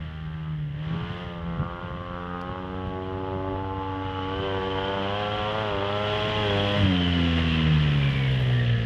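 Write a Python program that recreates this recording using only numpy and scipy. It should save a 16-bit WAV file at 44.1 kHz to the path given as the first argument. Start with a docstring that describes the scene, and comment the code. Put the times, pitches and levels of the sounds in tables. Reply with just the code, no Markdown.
"""A gravel flat in an open valley: a twin-cylinder buggy nears, passes close and rolls off, throttle shut.
Under load the intake growls as gulps of air ring the airbox; off load the exhaust boom takes over and
the gear whine sinks. The casing clatters, tyres crunch and a bump rattles the chassis. Behind it all,
dull echoes come off the banks and wind buffets the microphone."""
import sys
import numpy as np
from scipy import signal
from scipy.io import wavfile
from scipy.ndimage import uniform_filter1d

SR = 44100
rng = np.random.default_rng(int(sys.argv[2]) if len(sys.argv) > 2 else 0)


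def bounce(signal):
    """Save signal as a 16-bit WAV file at the path given by the first command-line argument."""
    frames = np.transpose(np.atleast_2d(signal))
    limited = np.clip(frames, -1, 1)
    pcm = np.round(limited * 32767).astype(np.int16)
    wavfile.write(sys.argv[1], SR, pcm)


N = 390285
TIME = np.arange(N) / SR


# The revs, climbing on the approach and sinking after the pass: time_s, firing_hz
ENGINE_REVS = [(0, 78.4), (.48, 78.4), (.72, 72.4), (1, 84.2), (1.22, 88.8), (1.4, 85), (1.6, 84.4),
               (1.8, 88.2), (2.38, 88.3), (2.6, 92.2), (3.7, 95.9), (4.25, 94.3), (4.45, 97.4), (4.6, 95.2),
               (4.78, 95.2), (4.91, 98), (5.04, 97.2), (5.2, 103.9), (5.43, 104.6), (5.6, 108.4),
               (5.78, 98.3), (6, 103.8), (6.38, 106.4), (6.56, 100), (6.78, 101.9), (6.97, 89.3),
               (7.7, 77.9), (8.05, 69.6), (8.85, 56.6)]

def revs():
    """Firing rate and phase of the slightly unsteady engine, one cycle per firing."""
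    firing_hz, = in_time(ENGINE_REVS)
    return firing_hz, 2 * np.pi * np.cumsum(firing_hz * (1 + .00264 * drift(25))) / SR


# A brief lift, a long pull, then shut on passing: time_s, throttle (0-1)
THROTTLE = [(0, 0.33), (.13, 0.86), (.52, 0.84), (.6, 0.25), (1, 0.64), (1.6, 0.98), (4.3, 0.96),
            (5.4, 0.75), (6.78, 0.72), (6.88, 0)]
# The growl swells into a honk: centre_s, depth_db, half_length_s
HONK_SWELLS = [(3.58, 0, 0.59), (4.95, -9, .25), (6.3, 0, 0.22)]
# The growl's low, middle, high and rasp registers: low_hz, high_hz
REGISTERS = [(420, 750), (750, 1000), (1000, 1640), (1640, 2120)]
# Higher registers are breathier: frequency_hz, extra_rush_db
RUSH_TILT = [(570, -8), (860, 0), (1250, 2), (1900, 12)]

def intake_growl(phase, firing_hz, running_db):
    """Gulps of air ring the airbox once per firing; the less throttle, the more they blur into a rush."""
    throttle, = in_time(THROTTLE)
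    rush_db = np.interp(throttle, [0, 1], [2, -11])   # air against the firing pulses
    scatter_rad = np.interp(throttle ** 2, [0, 1], [1.15, .221])
    honk = np.minimum(swells(HONK_SWELLS), 1)
    levels_db = register_levels(running_db, honk)
    orders = np.arange(5, 27)
    pulses = 0
    for k, height in zip(orders, airbox(orders, firing_hz, levels_db, honk, rush_db)):
        chirp = .13 * k * k   # the highs arrive first
        pulses -= height * np.cos(k * phase + scatter_rad * (chirp + drift(.79)))
    # the two cylinders differ a little, and no two firings are alike
    growl = pulses * (1 + .041 * np.cos(phase / 2)) * from_db(1.29 * drift(67))
    air = rng.standard_normal(N) * throb(phase + 1, depth=.21)
    for (low, high), level_db in zip(REGISTERS, levels_db):
        rush = from_db(rush_db + at_hz(RUSH_TILT, np.sqrt(low * high)))
        breath = rms_one(band(air, low, high, order=3))
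        growl += from_db(level_db) * rush / np.sqrt(1 + rush ** 2) * breath
    return growl


# Fader rides for the growl: time_s, low_register_db, high_register_db
GROWL_LEVELS = [(0, -55, -53), (.5, -56, -50), (.66, -57, -65.5), (.97, -45.5, -42.5), (1.3, -43.5, -47),
                (1.53, -46, -44.5), (1.63, -43.5, -38.5), (1.95, -44.5, -42.5), (2.35, -43, -37.5),
                (2.85, -41, -45), (3.3, -38.5, -44), (4.15, -40, -38.5), (4.45, -34.5, -39.5),
                (4.9, -32, -37), (5.6, -32.5, -36), (6.05, -33, -35.5), (6.3, -37, -37), (6.55, -30.5, -40),
                (6.77, -29.5, -39), (6.87, -38, -41), (8.1, -42.5, -43.5), (8.5, -38, -54),
                (8.85, -40.5, -64)]

def register_levels(running_db, honk):
    """The middle register tracks its neighbours and lifts in a honk; the rasp follows the clatter."""
    low_db, high_db = in_time(GROWL_LEVELS)
    middle_db = (low_db + high_db) / 2 - 2.5 + 6.5 * honk
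    rasp_db = -45.5 + .73 * (running_db - running_db.mean())
    return low_db, middle_db, high_db, rasp_db


# Airbox and duct resonances: frequency_hz, gain_db
AIRBOX_EQ = [(300, 5), (420, 6.5), (510, 2), (600, -1), (700, -7.5), (800, -11), (950, -10), (1040, -6),
             (1140, -2.5), (1260, -8), (1400, -6.5), (1510, -12), (1610, -16), (2200, -21.5)]
# Reflections hollow the growl and lift one peak, at full honk: frequency_hz, gain_db
HONK_EQ = [(670, 1.5), (765, -11), (860, 12.5), (950, -10), (1040, -2.5)]

def airbox(orders, firing_hz, levels_db, honk, rush_db, fade_db=4.5):
    """Height of each intake harmonic as it slides through the resonances and slowly fades in and out."""
    coarse = slice(None, None, 200)
    hz = orders[:, None] * firing_hz[coarse]
    fading_db = fade_db * np.array([drift(1.95)[coarse] for k in orders])
    power = from_db(at_hz(AIRBOX_EQ, hz) + honk[coarse] * at_hz(HONK_EQ, hz) + fading_db) ** 2
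    scale = 0   # brings each register to its level
    for (low, high), level_db in zip(REGISTERS, levels_db):
        share = 1 / (1 + (low / hz) ** 14 + (hz / high) ** 40)
        scale += share * from_db(level_db[coarse]) ** 2 / np.sum(share * power, axis=0)
    pitched_share = 1 / (1 + from_db(rush_db[coarse] + at_hz(RUSH_TILT, hz)) ** 2)
    heights = np.sqrt(2 * power * scale * pitched_share)
    return [np.interp(TIME, TIME[coarse], height) for height in heights]


# The low end, a thud at the firing rate and a boom an octave up: time_s, thud_db, boom_db
EXHAUST_LEVELS = [(0, -38, -34.5), (.12, -38, -40), (.25, -41, -33), (.9, -55, -31), (1.15, -53, -40.5),
                  (1.55, -43, -32.5), (1.72, -50, -45.5), (2.3, -43, -38.5), (3.5, -36.5, -44.5),
                  (3.9, -36.5, -55), (4.7, -38, -38.5), (6.2, -34.5, -41.5), (6.72, -28.5, -31.5),
                  (6.88, -27.5, -27), (7.4, -27, -28.5), (7.82, -32, -21), (8.35, -40, -24.5),
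                  (8.85, -39.5, -23.5)]
# The fourth harmonic, a drone that comes and goes: time_s, level_db
DRONE_LEVEL = [(0, -60), (1, -49.5), (2.4, -48.5), (2.85, -38.5), (3.5, -36), (3.75, -47.5), (4.25, -51),
               (4.43, -35.5), (5.3, -39.5), (5.8, -34), (6.55, -33.5), (6.85, -47), (7.5, -42), (8.85, -39)]

def exhaust(phase, firing_hz, waver_db=1.5, muffler_hz=297.3, open_ground_s=2.3):
    """The muffler lets out only four harmonics and smears each pulse in time."""
    thud_db, boom_db = in_time(EXHAUST_LEVELS)
    drone_db, = in_time(DRONE_LEVEL)
    # the third harmonic ducks above the muffler's edge, and rough ground shades it until the open flat
    muffled_db = 10 / (1 + (muffler_hz / firing_hz / 3) ** 80)
    shaded_db = 16 * np.maximum(1 - TIME / open_ground_s, 0)
    third_db = thud_db - 1.5 - muffled_db - shaded_db
    pulses = 0
    for k, level_db in enumerate([thud_db, boom_db, third_db, drone_db], 1):
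        smear_rad = .5 * (k - 1) ** 2
        pulses -= np.sqrt(2) * from_db(level_db + waver_db * drift(5.7)) * np.cos(k * phase + smear_rad)
    return pulses


# The casing's metallic ring: frequency_hz, gain_db
CASING_EQ = [(2100, -44.5), (2300, -6), (2600, -4), (2950, 1.5), (3250, -1), (3450, -6), (3700, -12),
             (4050, -14.5), (4500, -24.5)]

def clatter(phase, level_db):
    """Valves and clutch shake the casing, which rings near 3 kHz, in step with the firings."""
    ring = noise(CASING_EQ, bands=16)
    return from_db(level_db + .8 * drift(18)) * ring * throb(phase, depth=.3)


# Transmission whine, riding up and down with road speed: time_s, pitch_hz, relative_db
GEAR_WHINE = [(3.6, 2760, -20), (4, 2920, -6), (4.45, 3040, -3.5), (5.2, 3170, -6), (5.7, 3310, -13),
              (6.7, 3300, -6), (7.12, 2990, -1), (7.35, 2840, -11), (7.58, 2680, -4), (7.8, 2530, -11),
              (8.17, 2290, -1), (8.35, 2080, -14), (8.55, 1870, -2), (8.85, 1640, -9)]

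def gears(running_db, blur_hz=72, flare_db=2):
    """Meshing teeth sing a blurred note that flares up at random."""
    pitch_hz, relative_db = in_time(GEAR_WHINE)
    mesh = 2 * np.pi * np.cumsum(pitch_hz) / SR
    gain = from_db(running_db + relative_db + flare_db * drift(9.1))
    return gain * (drift(blur_hz) * np.cos(mesh) + drift(blur_hz) * np.sin(mesh))


# Sandy hiss of the tread: frequency_hz, gain_db
SAND_EQ = [(4500, 3.5), (5200, -1.5), (6000, -6.5), (7000, -12.5), (8000, -19.5), (10000, -20.5),
           (12000, -29), (15500, -32)]
# Low drumming of tyres on gravel: frequency_hz, gain_db
DRUM_EQ = [(120, 4), (200, -8), (330, -8), (450, -5)]
# Sprays of grit off the rear tyres: centre_s, level_db, half_length_s
GRIT_SPRAYS = [(6.68, -71, .15), (8.17, -71, 0.25), (8.48, -71, 0.096)]

def tyres(level_db, crunch_db=-15.5, drum_db=16.5):
    """Sand hisses under the tread, stones click, the carcass drums and grit is flung back."""
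    crunch = from_db(crunch_db) * stones(per_s=430, low_hz=3000, high_hz=9000)
    drum = from_db(drum_db) * noise(DRUM_EQ, bands=3)
    grit = swells(GRIT_SPRAYS) * stones(per_s=1300, low_hz=5000, high_hz=13000)
    return from_db(level_db) * (noise(SAND_EQ, bands=8) + crunch + drum) + grit


def stones(per_s, low_hz, high_hz):
    """Stones of random size click at random moments; rms 1."""
    sizes = from_db(4.5 * np.minimum(rng.exponential(1, N), 4)) * rng.choice([-1, 1], N)
    hits = rng.random(N) < per_s / SR
    return rms_one(band(sizes * hits + 1e-18, low_hz, high_hz))


# One jolt just after the pass: centre_s, level_db, half_length_s
BUMPS = [(7.385, -33.5, .014)]
# The chassis's hollow clank: frequency_hz, gain_db
CHASSIS_EQ = [(300, -11), (550, 6), (900, -7), (1900, 3), (4000, -40), (9000, -45)]

def chassis():
    """The chassis rattles briefly over a bump."""
    return swells(BUMPS) * noise(CHASSIS_EQ, bands=7)


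def valley(buggy, echo_db=-23, delays_s=(.093, .217, .38)):
    """Faint dull echoes come back from the banks and the cliff."""
    dull = band(buggy, 210, 2200, order=1)
    return from_db(echo_db) * sum(np.interp(TIME - delay, TIME, dull, left=0) for delay in delays_s)


# Fader ride for the wind bed: time_s, level_db
WIND_LEVEL = [(0, -43.5), (1.6, -39), (2.5, -43), (4.3, -39.5), (5.2, -43), (6.2, -41), (6.75, -35),
              (7.15, -47), (7.8, -37.5), (8.85, -36.5)]
# The bed's deep rumble: frequency_hz, gain_db
WIND_EQ = [(25, -20.5), (40, -6.5), (65, -1), (110, -4), (170, -7.5), (260, -33), (420, -17.5)]
# Single gusts: centre_s, level_db, half_length_s
GUSTS = [(.93, -32, 0.048), (1.03, -35, 0.027), (1.11, -34, 0.012), (1.27, -41, 0.016), (1.615, -25, 0.029),
         (1.84, -30, 0.015), (1.93, -34.5, 0.034), (2.13, -36.5, 0.018), (2.88, -36.5, 0.025),
         (4.4, -35, 0.023), (6.83, -24, 0.043)]
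# A gust's soft thump: frequency_hz, gain_db
GUST_EQ = [(30, -18), (65, -4), (120, 6.5), (180, -6.5), (260, -20.5), (420, -28)]

def wind(swing_db=2.4):
    """Wind buffets the microphone port: a lumpy rumble with a few harder gusts."""
    level_db, = in_time(WIND_LEVEL)
    bed = from_db(level_db + swing_db * drift(8.4)) * noise(WIND_EQ, bands=7)
    return bed + swells(GUSTS) * evened(noise(GUST_EQ, bands=6))


# Two tiny accents: start_s, level_db, decay_s
TICKS = [(2.414, -49.5, .003), (2.872, -60, 0.0034)]
# Their bright edge: frequency_hz, gain_db
TICK_EQ = [(2500, -12), (4500, 3), (7000, -15), (14000, -15)]

def ticks():
    """Close, dry clicks that snap on and die away."""
    envelope = sum(from_db(db) * (TIME >= start_s) * np.exp(-np.abs(TIME - start_s) / decay_s)
                   for start_s, db, decay_s in TICKS)
    return envelope * noise(TICK_EQ, bands=5)


def from_db(db):
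    """Decibels to gain."""
    return 10 ** (db / 20)


def rms_one(x):
    """Scale to unit power."""
    return x / np.sqrt(np.mean(x ** 2) + 1e-20)


def evened(x):
    """Hold the running power at 1."""
    return x / np.sqrt(np.abs(uniform_filter1d(x ** 2, size=4000)) + 1e-12)


def in_time(rows):
    """Each column of an automation curve, sample by sample."""
    time_s, *columns = np.transpose(rows)
    return [np.interp(TIME, time_s, column) for column in columns]


def at_hz(eq, hz):
    """Read an EQ curve in dB on a log-frequency axis."""
    centres, db = np.transpose(eq)
    return np.interp(np.log(hz), np.log(centres), db)


def drift(rate_hz):
    """A smooth random wobble of spread 1."""
    step, settle = 40, 2000
    pole = np.exp(-2 * np.pi * rate_hz * step / SR)
    white = rng.standard_normal(N // step + settle + 2)
    slow = signal.lfilter([1], [1, -2 * pole, pole ** 2], white)[settle:]
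    return np.interp(np.arange(N) / step, np.arange(len(slow)), rms_one(slow))


def band(x, low_hz, high_hz, order=2):
    """Butterworth band-pass."""
    return signal.sosfilt(signal.butter(order, [low_hz, high_hz], "band", fs=SR, output="sos"), x)


def noise(eq, bands):
    """Noise coloured by an EQ curve; rms 1."""
    edges = np.geomspace(eq[0][0], eq[-1][0], bands + 1)
    white = rng.standard_normal((2, N))
    return rms_one(sum(from_db(at_hz(eq, np.sqrt(low * high))) * band(white[k % 2], low, high)
                       for k, (low, high) in enumerate(zip(edges, edges[1:]))))


def swells(rows):
    """Bell-shaped envelopes, one for each event."""
    return sum(from_db(db) * np.exp(-.5 * ((TIME - centre_s) / half_s) ** 2)
               for centre_s, db, half_s in rows)


def throb(phase, depth):
    """A gain that peaks once per firing."""
    return rms_one(np.exp(depth * np.cos(phase)))


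# Group fader for clatter, gears and tyres, rising as the buggy nears: time_s, level_db
RUNNING_LEVEL = [(0, -51), (.72, -56.5), (.86, -48), (1.18, -44.5), (1.4, -52), (2.3, -51), (3.7, -51.5),
                 (4.4, -42), (5.15, -38.5), (5.6, -37), (5.8, -39.5), (6.15, -33), (6.8, -31.5),
                 (6.97, -34), (7.45, -33), (8.85, -39.5)]

def scene():
    """The mono mix: the buggy up front, then its echoes, wind, ticks and a faint hiss."""
    firing_hz, phase = revs()
    running_db, = in_time(RUNNING_LEVEL)
    intake = intake_growl(phase, firing_hz, running_db)
    engine = intake + exhaust(phase, firing_hz) + clatter(phase, running_db - 1.4)
    buggy = engine + gears(running_db) + tyres(running_db - 22.5) + chassis()
    hiss = from_db(-80.5) * rng.standard_normal(N)
    return (buggy + valley(buggy) + wind() + ticks() + hiss)[None]


def record(dry):
    """A 5 ms fade-in and a steep high cut."""
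    fade_in = np.minimum(TIME / .005, 1)
    high_cut = signal.ellip(10, .1, 80, 15150, fs=SR, output="sos")
    return signal.sosfilt(high_cut, dry * fade_in)


dry = scene()
out = record(dry)
bounce(out)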